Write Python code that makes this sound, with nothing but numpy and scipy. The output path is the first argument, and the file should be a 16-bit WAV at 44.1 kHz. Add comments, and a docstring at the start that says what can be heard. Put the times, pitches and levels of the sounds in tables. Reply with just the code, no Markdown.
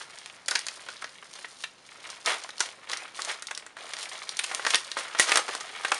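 """Creases snap one by one in a padded paper and plastic mailer as hands work a knife in, then pull it open.
Each snap is a ringing paper pop, a plastic tick of filtered noise and a dying run of crackle.
Small creases flip and fizz, a rustle of countless ticks follows the force of the hands,
and the blade rasps once. Sparse echoes and steady noise make the quiet room."""
import sys
import numpy as np
from scipy import signal
from scipy.io import wavfile

SR = 44100
rng = np.random.default_rng(int(sys.argv[2]) if len(sys.argv) > 2 else 0)


def materialize(psi):
    """Save the field psi as 16-bit PCM at rate SR to the path in sys.argv[1].

    A 1-D psi becomes a single channel; in a 2-D psi each row is a channel.
    """
    bounded = np.clip(np.atleast_2d(psi).T, -1, 1)
    quanta = np.round(bounded * 32767).astype(np.int16)
    wavfile.write(sys.argv[1], SR, quanta)


def to_linear_factor(level_db):
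    """Convert decibel levels (scalar or array-like) to linear amplitude factors."""
    exponent = np.asarray(level_db, float) / 20
    return 10 ** exponent


N = 264203  # length [samples]

# creases that give way: (time [s], paper pop level [dB], pop pitch [Hz],
#                         plastic tick peak [dB], crackle level [dB])
SNAPS = [(0.26, -28.5, 2520, -24.5, -41), (0.4823, -26.5, 1750, -12.5, -20), (0.509, -63, 1700, -31, -22.5),
         (0.5146, -18, 1570, -35, -30.5), (0.554, -18.5, 1720, -10.5, -18), (0.592, -27, 1920, -13.5, -44),
         (0.667, -29, 1570, -16, -32), (0.6845, -24, 2590, -16.5, -31.5), (0.8871, -24.5, 1540, -27.5, -35),
         (1.0213, -33, 1380, -42, -34.5), (1.0415, -32, 1620, -36, -31.5), (1.445, -28.5, 1650, -41, -36.5),
         (1.638, -23, 2960, -24.5, -28.5), (2.102, -34.5, 1260, -21, -37), (2.2606, -31, 1780, -10, -26.5),
         (2.4915, -26.5, 1610, -26, -41), (2.6051, -16, 1500, -5, -18), (2.8982, -31, 1930, -19.5, -55),
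         (2.9322, -20.5, 1970, -19.5, -24.5), (2.972, -48, 1970, -18.5, -36.5),
         (3.1906, -25.5, 1110, -45, -34.5), (3.22, -37, 2170, -12.5, -42), (3.249, -39, 2360, -15, -36),
         (3.4233, -31, 1680, -20, -37), (3.51, -24.5, 1560, -23.5, -29.5),
         (3.5762, -27.5, 1940, -14.5, -37), (3.665, -31.5, 1500, -27, -45), (3.7684, -28.5, 1430, -33, -42),
         (3.9358, -24, 2220, -18, -34), (3.968, -27.5, 1890, -22.5, -52), (4.029, -29, 2800, -19.5, -35),
         (4.2921, -31, 1300, -16, -33.5), (4.3912, -16, 3330, -11.5, -20),
         (4.441, -19.5, 2750, -12.5, -25.5), (4.514, -21.5, 1550, -27, -29.5),
         (4.5483, -23, 2690, -9.5, -32), (4.596, -17.5, 1460, -53, -46), (4.65, -16, 2000, -17, -30),
         (4.666, -11.5, 1500, -11.5, -20), (4.705, -20.5, 2060, -12, -24), (4.735, -20, 2100, -33, -21),
         (4.7453, -3.5, 3420, -5, -19), (4.756, -14, 2870, -5.5, -25), (4.9165, -24.5, 3450, -15.5, -32),
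         (4.9692, -15, 1290, -40, -32), (5.1494, -18.5, 1400, -28, -30.5), (5.1874, -28, 1580, -18, -25.5),
         (5.1972, -2.5, 1980, 6, -12), (5.2946, -15.5, 1570, -13, -34), (5.3191, -6, 2050, -8, -18),
         (5.3575, -9.5, 1570, -3.5, -19), (5.3724, -9, 1560, -2.5, -16), (5.39, -17, 900, -24, -25.5),
         (5.4811, -22, 1530, -25.5, -30), (5.489, -19, 920, -24, -27.5), (5.551, -20, 1170, -16.5, -33),
         (5.6082, -27, 1330, -21, -30.5), (5.8486, -13, 1520, -19.5, -23.5), (5.882, -34, 1180, -24, -34.5),
         (5.9173, -15.5, 1330, -22, -17), (5.945, -35, 1440, -13, -36)]
# what the padded paper rings with: (frequency [Hz], time to fall 60 dB [s])
PAPER_MODES = [(700, 0.00047), (900, 0.009), (1220, 0.027), (1500, 0.022), (1880, 0.075), (2300, 0.0084),
               (2800, 0.011), (3400, 0.012)]
# broad tone of the paper, also used by its small creases, rustle and scrape: (frequency [Hz], level [dB])
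PAPER_COLOUR = [(100, -52.5), (250, -8), (750, -6.5), (1500, -5), (2400, -7), (4000, -11.5), (6500, -34)]
# broad tone of the plastic film, also used by its small creases and rustle: (frequency [Hz], level [dB])
PLASTIC_COLOUR = [(1500, -30.5), (3000, -2), (4200, -0.84), (5600, -4), (7500, -7), (9200, -5.5),
                  (11000, -11.5)]
TICK_HZ, TICK_SPREAD_OCTAVES = 6430, 0.2  # median centre of the plastic ticks and its deviation
CRACKLE_SPREAD_DB = 3


def snaps():
    """Each crease pops the paper, ticks the plastic and sets off a dying run of crackle."""
    t = np.arange(round(0.06 * SR)) / SR
    mode_hz, mode_t60 = np.transpose(PAPER_MODES)[:, :, None]
    out = np.zeros(N)
    for s, paper_db, pitch_hz, plastic_db, crackle_db in SNAPS:
        tick_hz = TICK_HZ * 2 ** (TICK_SPREAD_OCTAVES * rng.standard_normal())
        paper_colour = colour(PAPER_COLOUR, centre_hz=pitch_hz, fall_db=7.5)
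        plastic_colour = colour(PLASTIC_COLOUR, centre_hz=tick_hz, fall_db=9.0)

        # a crease stirs most the modes near its own size
        place_db, detune = rng.standard_normal((2, len(mode_hz), 1))
        near_db = -10 * abs(np.log2(mode_hz / pitch_hz)) + 3 * place_db
        swing = np.sin(2 * np.pi * mode_hz * (1 + 0.015 * detune) * t)
        ring = (to_linear_factor(near_db - 60 * t / mode_t60) * swing).sum(0)
        fold = to_linear_factor(-60 * t / 0.009) * np.sin(2 * np.pi * pitch_hz * t)
        pop = -0.6 * ring / abs(ring).max() - 0.59 * fold

        # the film lets go with one sharp pull and a very short burst
        slip = rng.standard_normal(len(t)) * to_linear_factor(-60 * t / 0.0044)
        slip[0] = -4.0
        tick = signal.oaconvolve(slip, plastic_colour)[:len(t)]

        # crackle starts just after the snap, more in whichever material snaps louder
        onset = np.clip((t - 0.0012) / 0.00066, 0, 1)
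        run = ticks(6000, CRACKLE_SPREAD_DB, size=len(t)) * to_linear_factor(-60 * (t - 0.005) / 0.031) * onset
        plastic_share = 1 / (1 + to_linear_factor(0.88 * (paper_db - plastic_db) + 5.0))
        paper_run, plastic_run = (signal.oaconvolve(run, c / np.linalg.norm(c))[:len(t)]
                                  for c in (paper_colour, plastic_colour))
        plastic_run = plastic_run * to_linear_factor(-60 * t / 0.12)  # the film quiets before the paper
        crackle = (1 - plastic_share) * paper_run + plastic_share * plastic_run

        add(out, s, to_linear_factor(paper_db) * pop + to_linear_factor(plastic_db) * tick / abs(tick).max())
        add(out, s, to_linear_factor(crackle_db) * crackle)
    return out


def crease(hz, points):
    """One small crease: it flips at once, then fizzes briefly around its own pitch."""
    t = np.arange(round(0.04 * SR)) / SR
    fizz = rng.standard_normal(len(t)) * to_linear_factor(-60 * t / 0.025)
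    fizz[0] = -2.0  # the flip
    return signal.oaconvolve(fizz, colour(points, centre_hz=hz, fall_db=7.5))


# the clearest small creases, each one flip in one colour: (time [s], peak [dB], centre [Hz])
CRINKLES = [(.299, -31, 2470), (.460, -30, 5900), (0.711, -37, 5550), (.794, -37, 2520),
            (.967, -33.5, 3790), (1.093, -36, 5500), (1.226, -32.5, 1600), (2.437, -27.5, 6400),
            (2.444, -28.5, 1200), (2.505, -28.5, 4330), (2.581, -27.5, 4530), (2.595, -27, 6040),
            (2.89, -32, 4450), (2.9158, -20, 4970), (2.926, -38, 6000), (3.47, -23.5, 5700),
            (3.485, -29.5, 2170), (3.549, -25.5, 5700), (3.996, -38, 1920), (4.056, -27, 1920),
            (4.09, -31, 5030), (4.369, -23, 6260), (4.437, -22, 6600), (5.2243, -19, 2500)]
CRINKLES_PER_S = 110  # in each material under gentle handling
CRINKLE_DB, CRINKLE_SPREAD_DB = -4.5, 3.5  # level relative to the effort, spread of sizes


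def crinkles():
    """Small separate creases: the clearest at their moments, many more at random, each kind with its colour."""
    paper_db, plastic_db = effort()
    pull = np.clip((np.maximum(paper_db, plastic_db) + 45) / 14, 0, 1)
    per_s = CRINKLES_PER_S * (1 + 8 * pull)  # a hard pull runs them together
    out = np.zeros(N)
    for db, points, kinds_hz in ((paper_db, PAPER_COLOUR, np.geomspace(650, 3300, num=6)),
                                 (plastic_db, PLASTIC_COLOUR, np.geomspace(3600, 9500, num=6))):
        layer = np.zeros(N)
        for hz in kinds_hz:
            flips = ticks(per_s / len(kinds_hz), CRINKLE_SPREAD_DB, size=N)
            layer += signal.oaconvolve(flips, crease(hz, points))[:N]
        out += to_linear_factor(db + CRINKLE_DB) * evened(layer)
    for s, db, hz in CRINKLES:
        sound = crease(hz, PAPER_COLOUR if hz < PLASTIC_COLOUR[1][0] else PLASTIC_COLOUR)
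        add(out, s, to_linear_factor(db) * sound / abs(sound).max())
    return out


def rustle():
    """Patches of paper and plastic tick in clumps, each in its own colour; hard pulls tick densely, evenly."""
    paper_db, plastic_db = effort()
    pull = np.clip((np.maximum(paper_db, plastic_db) + 51.0) / 22, 0, 1)

    # a clump starts at once and fades; one set is shared, the other seven belong to one patch each
    starts = (rng.random((N, 8)) < 90 / SR) * rng.random((N, 8))
    clumps = np.tanh(signal.lfilter([1], [1, -np.exp(-1 / (0.0043 * SR))], starts, axis=0))
    shared, *own = evened(clumps - clumps.mean(axis=0)).T

    out = np.zeros(N)
    for db, points, patches_hz, per_s, spread_db in (
            (paper_db, PAPER_COLOUR, (563, 1200, 1800, 2800), 500, 4.5),
            (plastic_db, PLASTIC_COLOUR, (4000, 6200, 9500), 800, 5.0)):
        layer = np.zeros(N)
        for hz in patches_hz:
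            clump_db = (1 - 0.5 * pull) * (2.2 * shared + 2.8 * own.pop())
            clumped = ticks(per_s * (1 + 3 * pull), spread_db, size=N) * to_linear_factor(clump_db)
            layer += signal.oaconvolve(clumped, colour(points, centre_hz=hz, fall_db=5.0))[:N]
        out += to_linear_factor(db - 5.0) * evened(layer)
    return out


# changing force of the hands between and beneath the tugs:
# (time [s], paper effort [dB], plastic effort [dB])
HANDLING = [(0, -52.5, -60), (0.188, -47.5, -47.5), (.43, -55, -58.5), (.7, -49, -47.5),
            (1.05, -49.5, -51.5), (1.2, -54.5, -54), (1.6, -57, -48.5), (1.75, -62, -63),
            (2.103, -45, -45.5), (2.23, -50, -53), (2.85, -52.5, -56), (3.028, -42.5, -47.5),
            (3.12, -50, -59), (3.63, -52, -65), (3.75, -62, -70), (3.788, -43, -48), (4.3, -45.5, -46),
            (4.62, -39.5, -42), (4.9, -47, -49.5), (5.18, -39, -47), (5.46, -43.5, -48.5),
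            (5.8, -41, -45.5), (5.99, -38.5, -39)]
# single cuts and tugs: (time at full force [s], time held [s], paper effort [dB], plastic effort [dB])
TUGS = [(0, 0.0024, -39.5, -39), (0.499, 0.077, -40.5, -41.5), (1.317, 0.1, -50, -48.5),
        (2.273, 0.035, -25, -29.5), (2.608, 0.056, -41.5, -41), (2.897, 0.017, -37.5, -42),
        (3.16, 0.087, -43, -39.5), (3.286, 0.019, -32, -35.5), (3.989, 0.051, -65, -41),
        (4.124, 0.022, -39.5, -43.5), (4.483, 0.027, -41, -42.5), (4.681, 0.062, -38.5, -32.5),
        (4.979, 0.0068, -31, -32), (5.198, 0.024, -31, -25.5), (5.279, 0.078, -29, -30.5),
        (5.51, 0.027, -37, -38)]
RISE_DB_PER_S, FALL_DB_PER_S = 799, 218


def effort():
    """Paper and plastic effort in dB: the handling plus every tug, which grips fast, holds, lets go slowly."""
    t = np.arange(0, N + 64, 64) / SR  # one value every 64 samples
    s, *handling_db = np.transpose(HANDLING)
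    start, held, *tug_db = np.transpose(TUGS)[:, :, None]
    rise_db = RISE_DB_PER_S * (t - start)
    fall_db = FALL_DB_PER_S * (start + held - t)
    shape_db = np.minimum(0, np.minimum(rise_db, fall_db))
    levels = []
    for handling, tug in zip(handling_db, tug_db):
        power = to_linear_factor(np.interp(t, s, handling)) ** 2 + (to_linear_factor(tug + shape_db) ** 2).sum(0)
        levels.append(np.interp(np.arange(N) / SR, t, 10 * np.log10(power)))
    return levels


# the blade slides along the paper and rasps in one narrow band:
# (start [s], length [s], level before the swell [dB], centre [Hz])
SCRAPES = [(2.981, 0.073, -48.5, 2490)]


def scrapes():
    """Dense fine ticks in a narrow colour, swelling and fading over the stroke."""
    out = np.zeros(N)
    for s, length, db, hz in SCRAPES:
        u = np.linspace(0, 1, round(length * SR))
        narrow = colour(PAPER_COLOUR, centre_hz=hz, fall_db=46)
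        rasp = signal.oaconvolve(ticks(5000, 2.1, size=len(u)), narrow)[:len(u)]
        add(out, s, to_linear_factor(db) * evened(rasp) * np.sin(np.pi * u ** 0.86))
    return out


def room(x, t60=0.2):
    """Sparse echoes of random sign, three sets taking turns so that successive snaps echo differently."""
    at = np.arange(90, round(0.4 * SR), 22)  # one echo in every 22 samples
    t, out = np.arange(N) / SR, np.zeros(N)
    for k in range(3):
        taps = np.zeros(round(0.41 * SR))
        places = at + rng.integers(0, 22, len(at))
        taps[places] = rng.choice([-1., 1.], len(at)) * to_linear_factor(-60 * at / SR / t60)
        turn = np.sqrt(2 / 3) * np.sin(np.pi * (t * 20 + k / 3))
        out += signal.oaconvolve(x * turn, taps / np.linalg.norm(taps))[:N]
    return out


# tone of the room noise: (frequency [Hz], level [dB])
AIR_COLOUR = [(21, -39), (85, -28.5), (125, -23), (859, -21.5), (5000, -29.5), (11000, -42), (22000, -120)]
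AIR_DB = -58.5  # rms


def air():
    """Steady room noise: white noise filtered to the tone of the room."""
    noise = rng.standard_normal(N + 4096)
    return to_linear_factor(AIR_DB) * evened(signal.oaconvolve(noise, colour(AIR_COLOUR, size=8192), "valid")[:N])


def ticks(per_s, spread_db, size):
    """Random ticks of either sign, most small and a few large; the denser, the smaller."""
    chance, large, sign = rng.random((size, 3)).T
    big_db = spread_db * np.minimum(-np.log(large + 1e-9), 4)
    struck = chance < per_s / SR
    return evened(to_linear_factor(big_db) * np.sign(sign - 0.5) * struck / np.sqrt(per_s))


def colour(points, size=2048, centre_hz=1000, fall_db=0):
    """Causal filter with the spectrum of the points, falling by fall_db an octave either side of a centre."""
    f, db = np.transpose(points)
    hz = abs(np.fft.fftfreq(size, 1 / SR)) + 1
    shape_db = np.interp(np.log(hz), np.log(f + 1), db) - fall_db * abs(np.log2(hz / centre_hz))
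    # minimum phase: the energy comes as early as it can
    spectrum = np.exp(np.conj(signal.hilbert(shape_db * np.log(10) / 20)))
    return np.fft.ifft(spectrum).real[:size // 2]


def evened(x):
    """Scales to rms 1."""
    return x / np.sqrt(np.mean(x ** 2) + 1e-20)


def add(mix, s, sound):
    """Mixes a sound in at time s."""
    part = mix[round(s * SR):][:len(sound)]
    part += sound[:len(part)]


def scene():
    """The mailer, its echoes and the room noise."""
    mailer = snaps() + crinkles() + rustle() + scrapes()
    bass_cut = signal.butter(4, 309, "high", fs=SR, output="sos")  # a small sheet radiates no bass
    mailer = signal.sosfilt(bass_cut, mailer)
    return (mailer + to_linear_factor(-8.5) * room(mailer) + air())[None]


def roll_off(x):
    """The treble ends steeply here."""
    return signal.sosfilt(signal.butter(12, 16230, fs=SR, output="sos"), x)


DIP_HZ, DIP_WIDTH_HZ = 7910, 340  # the microphone port cancels a narrow band
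EDGE_HZ = 11155  # upper band limit


def record(dry):
    """The loudest snaps overload the microphone, which leaves a low thud;
    then a narrow dip near 7.9 kHz and an upper band limit near 11 kHz."""
    clipped = np.clip(dry, -0.92, 0.68)
    dipped = signal.lfilter(*signal.iirnotch(DIP_HZ, DIP_HZ / DIP_WIDTH_HZ, SR), clipped)
    band_limit = signal.firwin(151, EDGE_HZ, window=("kaiser", 8), fs=SR)
    mix = signal.oaconvolve(dipped, band_limit[None], "same")
    return roll_off(mix)


dry = scene()
out = record(dry)
materialize(out)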